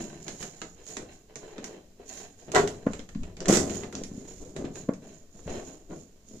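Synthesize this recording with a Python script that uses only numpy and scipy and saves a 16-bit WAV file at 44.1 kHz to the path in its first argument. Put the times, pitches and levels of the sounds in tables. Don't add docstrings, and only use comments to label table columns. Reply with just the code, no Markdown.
import sys
import numpy as np
from scipy import signal
from scipy.fft import rfft, irfft, next_fast_len
from scipy.io import wavfile

SR = 44100
rng = np.random.default_rng(int(sys.argv[2]) if len(sys.argv) > 2 else 0)


def dump_mix(stems):
    frames = np.atleast_2d(stems).T
    limited = np.clip(frames, -1, 1)
    pcm = np.round(limited * 32767).astype(np.int16)
    wavfile.write(sys.argv[1], SR, pcm)


N = 282228
TIME = np.arange(N) / SR


def amp(db):
    return 10 ** (np.asarray(db) / 20)


def unit(x):
    return x / np.sqrt(np.mean(x ** 2) + 1e-20)


def along(points, hz):
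    f, value = np.transpose(points)
    return np.interp(np.log(hz + 1), np.log(f), value)


def dull(hz, edge_hz, order):
    return 1 / np.hypot(1, (hz / edge_hz) ** order)


def filtered(x, response):
    n = x.shape[-1]
    size = next_fast_len(n + 4096)
    gain = response(np.fft.rfftfreq(size, 1 / SR))
    return irfft(rfft(x, size) * gain, size)[..., :n]


def coloured(x, spectrum, ripple_db=0, spacing_hz=110):
    modes = rng.standard_normal(SR // 40)

    def gain(hz):
        ripple = ripple_db * np.interp(hz / spacing_hz, np.arange(len(modes)), modes)
        return amp(along(spectrum, hz) + ripple)

    return unit(filtered(x, gain))


def add(out, s, x):
    i = max(round(s * SR), 0)
    out[:, i:i + x.shape[-1]] += x[..., :max(N - i, 0)]


# frequency in Hz, correlation from 0 to 1.
PORT_LIKENESS = [(130, .99), (300, .98), (430, .93), (680, .5), (1400, .15), (3000, 0)]


def half_turn(hz):
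    return np.arccos(np.clip(along(PORT_LIKENESS, hz), -1, 1)) / 2


def pair(n):
    def share(hz):
        return np.array([np.cos(half_turn(hz)), np.sin(half_turn(hz))])

    mid, side = filtered(rng.standard_normal((2, n)), share)
    return np.array([mid + side, mid - side])


# frequency in Hz, 60 dB decay time in seconds.
ROOM_DECAY = [(100, 0.94), (260, 0.17), (700, 0.36), (2000, 0.19), (5000, 0.24), (13000, 0.33)]


def echo(x, gap=0.00089):
    hz, t, z = signal.stft(pair(SR // 2), SR, nperseg=256)
    decay = amp(-60 * t / along(ROOM_DECAY, hz)[:, None])
    tail = signal.istft(z * decay, SR, nperseg=256)[1]
    tail_s = np.arange(tail.shape[1]) / SR
    tail = tail * (1 - np.exp(-(tail_s / gap) ** 2))
    return signal.fftconvolve(np.atleast_2d(x), tail / np.linalg.norm(tail[0]), axes=1)


def in_room(x, wet_db):
    out, step = x.copy(), SR // 4
    for i in range(0, N, step):
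        add(out, i / SR, amp(wet_db) * echo(x[:, i:i + step]))
    return out / np.hypot(1, amp(wet_db))


def slips(rate, spread_db, life):
    happens = rng.random(N) < rate / SR
    size = amp(spread_db * np.minimum(rng.standard_exponential(N), 3.5))
    power = signal.lfilter([1], [1, -np.exp(-2 / (life * SR))], happens * size ** 2)
    return unit(np.sqrt(np.abs(power)))


SAG_DB_PER_S = 10


def strokes(rows, rise_db_per_s, release_db_per_s):
    t = TIME[::32]
    s, length, db = np.transpose(list(rows))[:, :, None]
    fade_db = np.maximum(rise_db_per_s * (s - t), SAG_DB_PER_S * (t - s))
    fade_db = fade_db + release_db_per_s * np.maximum(t - s - length, 0)
    return np.interp(TIME, t, np.linalg.norm(amp(db - fade_db), axis=0))


# frequency in Hz, relative density in dB per Hz.
BODY_COLOUR = [(40, -20), (110, -13.5), (190, -2), (280, -2), (340, -1), (420, 1.5), (520, -5.5),
               (680, -5.5), (850, -20.5), (1300, -31), (3000, -71)]
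RASP_COLOUR = [(350, -30), (700, 7), (1100, -3), (1900, 3), (2700, -1.5), (4000, -3), (6000, -17.5),
               (12000, -24.5)]
HISS_COLOUR = [(1500, -16.5), (3200, -8.5), (5000, -5), (6500, -0.5), (7600, -4.5), (9000, -5),
               (12000, -7.5), (15500, -6)]
SHEET_RIPPLE_DB = 2.5


def contact(body, rasp, hiss, ripple_db=0):
    n = len(body)
    hollow = body * coloured(pair(n), BODY_COLOUR)
    paper = rasp * coloured(pair(n), RASP_COLOUR, ripple_db)
    plastic = hiss * coloured(pair(n), HISS_COLOUR, ripple_db)
    return hollow + paper + plastic


# frequency in Hz, relative density in dB per Hz.
AIR_COLOUR = [(10, 0.5), (25, -7.5), (55, -15), (90, -13), (160, -36), (500, -58)]
QUIET_COLOUR = [(20, -6), (100, -11), (300, -17), (700, -24), (1500, -31), (4000, -26), (7000, -25),
                (10000, -40.5), (15500, -49.5)]
# peak time in seconds, level in dB.
PUFFS = [(.3, -59), (2.93, -43), (3.21, -34), (3.5, -39), (4.05, -44), (4.4, -46), (5.48, -39), (5.9, -58)]
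PUFF_RISE_DB_PER_S, PUFF_FALL_DB_PER_S, DRAUGHT_DB = 215.5, 107, -59


def background(quiet_db=-67):
    air = amp(DRAUGHT_DB)
    for s, db in PUFFS:
        fade_db = np.maximum(PUFF_RISE_DB_PER_S * (s - TIME), PUFF_FALL_DB_PER_S * (TIME - s))
        air = air + amp(db - fade_db)
    return air * coloured(pair(N), AIR_COLOUR) + amp(quiet_db) * coloured(pair(N), QUIET_COLOUR)


# start in seconds, level in dB, brightness edge in Hz.
TAPS = [(1.997, -40, 520), (2.201, -45, 1200), (2.423, -48.5, 647), (2.478, -40.5, 458),
        (2.5368, -21.5, 720), (2.554, -18, 1500), (2.561, -11.5, 2460), (2.582, -20.5, 1200),
        (2.614, -15, 371), (2.633, -20, 362), (3.47, -28, 590), (3.492, -22, 1340), (5.905, -45, 1500),
        (5.925, -43, 1400)]
# frequency in Hz, level in dB before scatter, 60 dB decay time in seconds.
CARD_MODES = [(375, -4, 0.11), (417, -4.5, 0.21), (459, 0.5, 0.052), (622, -2, 0.11), (699, 3.5, 0.13),
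              (752, -8, 0.1), (813, -9, 0.11), (977, -6, 0.097), (1074, -14, 0.1005), (1118, -13, 0.14),
              (1330, -13, 0.075), (1441, -9, 0.13), (1640, -12.5, 0.097), (1924, -10, 0.1), (2006, -9, .08)]


def tapping(flutter=0.97, scatter_db=2.0):
    out, t = np.zeros((2, N)), np.arange(SR // 4) / SR
    hz, mode_db, t60 = np.transpose(CARD_MODES)[:, :, None]
    skew = np.array([1, -1])[:, None, None] * half_turn(hz)
    attack = 1 - np.exp(-t / 0.0016)
    for s, db, bright_hz in TAPS:
        steps = rng.standard_normal((len(CARD_MODES), len(t)))
        drift = flutter * np.cumsum(steps, axis=1) / np.sqrt(0.027 * SR)
        size = amp(db + mode_db + scatter_db * rng.standard_normal(hz.shape))
        size = size * dull(hz, bright_hz, order=3)
        phase = 2 * np.pi * (hz * t + rng.random(hz.shape)) + drift
        phase = phase + skew * rng.choice([-1, 1], hz.shape)
        ringing = size * amp(-60 * t / t60) * np.sin(phase)
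        add(out, s, ringing.sum(1) * attack)
    return in_room(out, wet_db=-9.5)


# start in seconds, rise in seconds, time in seconds from start to fade,
# 60 dB decay time of the body in seconds, body level in dB, rasp level in dB, hiss level in dB.
LANDINGS = [(2.5463, 0.0021, 0.019, 0.47, -25, -24.5, -28), (3.481, 0.0038, 0.086, 0.54, -22, -32.5, -23.5)]


def landing():
    body, rasp, hiss = np.zeros((3, N))
    for s, rise, length, t60, body_db, rasp_db, hiss_db in LANDINGS:
        swell = np.clip((TIME - s) / rise, 0, 1)
        fade_db = -60 * np.maximum(TIME - s - length, 0) / t60
        body += swell * amp(body_db + fade_db)
        rasp += swell * amp(rasp_db + 2.6 * fade_db)
        hiss += swell * amp(hiss_db + 3.3 * fade_db)
    chatter = slips(rate=900, spread_db=3, life=.0025)
    clatter = contact(body * chatter, rasp * chatter, hiss * chatter, ripple_db=SHEET_RIPPLE_DB)
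    return in_room(clatter, wet_db=-1.5)


# start of full speed in seconds, length in seconds,
# box body level in dB, rasp in dB relative to it, boom of the large panels in dB relative to it.
SCRAPES = [(0, 0.0091, -34.5, -9, 4), (0.087, 0.096, -45.5, -8, 2.5), (0.268, 0.032, -40, -9, -0.5),
           (0.408, 0.014, -44, -3.5, 2), (0.536, 0.018, -54, -2.5, 0), (0.613, 0.049, -60, -18, 5),
           (0.773, 0.032, -52, -6.5, -3), (0.893, 0.024, -46, -6.5, -4), (1, 0.047, -43.5, -16, 0),
           (1.096, 0.011, -64.5, 12, 15.5), (1.302, 0.027, -48.5, -11, -14),
           (1.424, 0.16, -42.5, -11.5, -14), (1.619, 0.15, -43.5, -10.5, -6.5), (2.003, 0.033, -51, -8, -2),
           (2.092, 0.14, -51, 2, 3), (2.393, 0.027, -57, -3.5, -2), (2.484, 0.035, -43, -13, 6),
           (2.72, 0.11, -49, -10, -3), (2.894, 0.066, -44, -11, -9), (3.234, 0.066, -46, -13.5, -0.5),
           (3.403, 0.076, -36.5, -18, -4), (3.679, 0.18, -36, -13.5, 1.5), (3.946, 0.043, -40, -14.5, 4),
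           (4.091, 0.15, -46.5, -16.5, 5.5), (4.264, 0.05, -45.5, -10, 0), (4.405, 0.077, -44, -26, 3),
           (4.575, 0.018, -31.5, -27, 3), (4.647, 0.02, -39.5, -18, 8.5), (4.76, 0.035, -41.5, -11, 4.5),
           (5.025, 0.11, -50, -9, 3.5), (5.356, 0.088, -51.5, -18, 3), (5.479, 0.095, -33, -13.5, -5.5),
           (5.683, 0.022, -39.5, -14.5, -2.5), (5.91, 0.0093, -37, -20.5, 2.5),
           (6.309, 0.033, -50.5, -24, 9)]
SCRAPE_RISE_DB_PER_S, SCRAPE_RELEASE_DB_PER_S = 797, 157.5
# start of full speed in seconds, length in seconds, level in dB.
SLIDES = [(.005, 0.014, -42), (.1, 0.17, -56.5), (.22, 0.14, -49), (.41, 0.01, -39.5), (.54, 0.17, -56),
          (.79, 0.025, -60.5), (.888, 0.019, -42.5), (.98, 0.019, -63), (1.125, 0.0067, -54.5),
          (1.38, 0.14, -60), (1.655, 0.03, -54), (2.095, 0.073, -44.5), (2.18, 0.021, -45),
          (2.39, 0.059, -56.5), (2.71, 0.086, -59.5), (2.89, 0.061, -53), (3.11, 0.044, -65.5),
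          (3.7, 0.057, -39.5), (3.96, 0.11, -54.5), (4.14, 0.24, -53.5), (4.28, 0.022, -49),
          (4.39, 0.096, -53.5), (4.58, .03, -56.5), (4.765, 0.012, -47), (5.05, 0.11, -56.5),
          (5.35, 0.15, -57), (5.495, 0.078, -48), (5.65, .08, -52), (5.92, 0.1, -56), (6.29, 0.14, -54.5)]
SLIDE_RISE_DB_PER_S, SLIDE_RELEASE_DB_PER_S = 349, 147
GRIP_BODY_DB, GRIP_RASP_DB = -62.5, -74.5


def rubbing(boom_hz=290):
    s, length, db, rasp_db, boom_db = np.transpose(SCRAPES)

    def scrape(level_db, grip_db):
        shoves = strokes(zip(s, length, level_db), SCRAPE_RISE_DB_PER_S, SCRAPE_RELEASE_DB_PER_S)
        return np.hypot(amp(grip_db), shoves)

    body = scrape(db, GRIP_BODY_DB)
    rasp = scrape(db + rasp_db, GRIP_RASP_DB)
    boom = scrape(db + boom_db, GRIP_BODY_DB)
    hiss = strokes(SLIDES, SLIDE_RISE_DB_PER_S, SLIDE_RELEASE_DB_PER_S)
    coarse = slips(rate=750, spread_db=2.6, life=.004)
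    fine = slips(rate=1100, spread_db=2.8, life=.0025)
    rub = contact(body * coarse, rasp * coarse, hiss * fine, ripple_db=5.5)
    bass = filtered(rub, lambda hz: dull(hz, boom_hz, order=5))
    return in_room(rub + (boom / body - 1) * bass, wet_db=-4.5)


# time of the swing's peak in seconds, peak of the swing in dB,
# brightness edge in Hz, room echo in dB relative to the swing.
POPS = [(1.588, -27.5, 704, -6), (2.8702, -6, 1140, -12), (2.996, -28.5, 700, -6), (3.16, -21, 230, -3.5),
        (3.4929, -11, 900, -19), (3.4989, -4.5, 667, -16), (3.513, -8.5, 900, -10),
        (3.576, -11.5, 492, -17), (3.604, -25, 700, -7.5), (3.618, -18.5, 700, -15),
        (4.018, -23.5, 700, -7), (4.119, -27.5, 277, -5), (4.181, -26.5, 300, -13),
        (4.893, -7.5, 930, -11.5), (5.465, -30.5, 130, -6)]
# frequency in Hz, relative level in dB.
PANEL_COLOUR = [(30, -29), (70, -19), (130, -11), (190, 1), (290, 3.5), (370, -11), (490, -0.5),
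                (680, -8.5), (820, -50), (1050, -14), (1600, -63), (3000, -36)]


def popping(crease_t60=0.1, crease_db=-22, crease_brighter=1.19, ceiling_s=0.036, ceiling_db=-17):
    out, size = np.zeros((2, N)), 4096
    hz, t = np.fft.rfftfreq(size, 1 / SR), np.arange(size) / SR
    for s, db, bright_hz, room_db in POPS:
        spectrum = amp(along(PANEL_COLOUR, hz)) * dull(hz, bright_hz, order=4)
        swing = np.roll(irfft(spectrum), size // 2)
        swing = amp(db) * swing / swing.max()
        start = s - size / 2 / SR
        add(out, start, swing)
        add(out, start + ceiling_s, amp(ceiling_db) * swing)
        add(out, start + 0.00832, amp(room_db) * echo(swing))
        crease = amp(db + crease_db - 60 * t / crease_t60) * coloured(pair(size), RASP_COLOUR)
        crease = filtered(crease, lambda hz: dull(hz, crease_brighter * bright_hz, order=3))
        add(out, s - .0035, crease)
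        add(out, s, amp(-7.0) * echo(crease))
    return out


# start in seconds, crack level in dB,
# depth (mid-range relative to the treble) in dB, treble edge in Hz.
SNAPS = [(0.2815, -29, -2.5, 10700), (0.4276, -33, 0.5, 14000), (0.6168, -33, 2.5, 8500),
         (0.8663, -38.5, -11, 9900), (0.9685, -28, -2, 9300), (1.3573, -32.5, -4, 9500),
         (1.5812, -45, 5.5, 8000), (1.6425, -30, -4.5, 14940), (2.5185, -30, -4, 12100),
         (2.6756, -28, -1, 14900), (2.934, -38, 1, 11000), (2.9932, -42, 4, 8000),
         (3.09, -42.5, -1.5, 11000), (3.149, -48, 3.5, 6000), (3.2334, -46.5, 3, 11000),
         (3.3686, -42, 0, 8000), (3.4044, -27, -12.5, 7000), (3.457, -30.5, 0, 8000),
         (3.4854, -22, -16.5, 12000), (3.494, -20.5, -27.5, 12000), (3.539, -18, -5, 10000),
         (3.5486, -18.5, -30, 9500), (3.571, -15.5, -22.5, 9180), (3.6978, -37.5, 1.5, 13000),
         (3.72, -40, -7, 9100), (3.756, -28.5, -34.5, 14000), (3.834, -42, 5.5, 9000),
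         (3.9262, -38.5, 0, 14000), (3.9523, -23, -18.5, 7000), (4.0365, -31, -7.5, 13000),
         (4.5638, -34, -0.5, 10940), (4.6507, -44.5, 4.5, 8000), (4.756, -38, -5.5, 11000),
         (4.936, -42.5, -3, 10000), (5.505, -42, 0, 9000)]
CRACK_T60_S = 0.04
CRACK_DOUBLING_DB = 13
SNAP_BODY_DB = 4


def snapping(shiver_t60=0.22, shiver_db=-17, body_t60=0.097, wet_db=-2):
    out, t = np.zeros((2, N)), np.arange(SR // 6) / SR
    knock = amp(-60 * t / body_t60) * (1 - np.exp(-t / 0.0036))
    click = .8 * amp(-60 * t / .006)
    shiver = amp(shiver_db - 60 * t / shiver_t60)
    for s, db, depth_db, edge_hz in SNAPS:
        crack_t60 = CRACK_T60_S * 2 ** (depth_db / CRACK_DOUBLING_DB)
        crack = click + amp(-60 * t / crack_t60) + shiver
        body = amp(SNAP_BODY_DB + depth_db) * knock
        snap = contact(body, amp(depth_db) * crack, crack, ripple_db=SHEET_RIPPLE_DB)
        snap = amp(db) / crack.max() * filtered(snap, lambda hz: dull(hz, edge_hz, order=4))
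        add(out, s, snap)
        add(out, s + .003, amp(wet_db) * echo(snap))
    return out


def scene():
    return background() + tapping() + landing() + rubbing() + popping() + snapping()


# frequency in Hz, gain in dB.
LEFT_PORT = [(100, 2.5), (700, -3), (1300, -0.5), (4000, -1.5), (5700, 1), (6300, -5), (7100, -16.5),
             (9000, -15.5), (15000, -22.5)]
RIGHT_PORT = [(100, 1), (700, -4.5), (1200, 3), (4000, 0.5), (5600, 3), (6900, 10), (7500, 9.5),
              (8200, -1.5), (10000, -6.5), (15000, -17.5)]
TOP_HZ = 15550


def record(dry):
    ports = filtered(dry, lambda hz: amp([along(LEFT_PORT, hz), along(RIGHT_PORT, hz)]))
    hiss = amp(-72) * rng.standard_normal((2, N))
    return filtered(ports + hiss, lambda hz: hz < TOP_HZ)


dry = scene()
out = record(dry)
dump_mix(out)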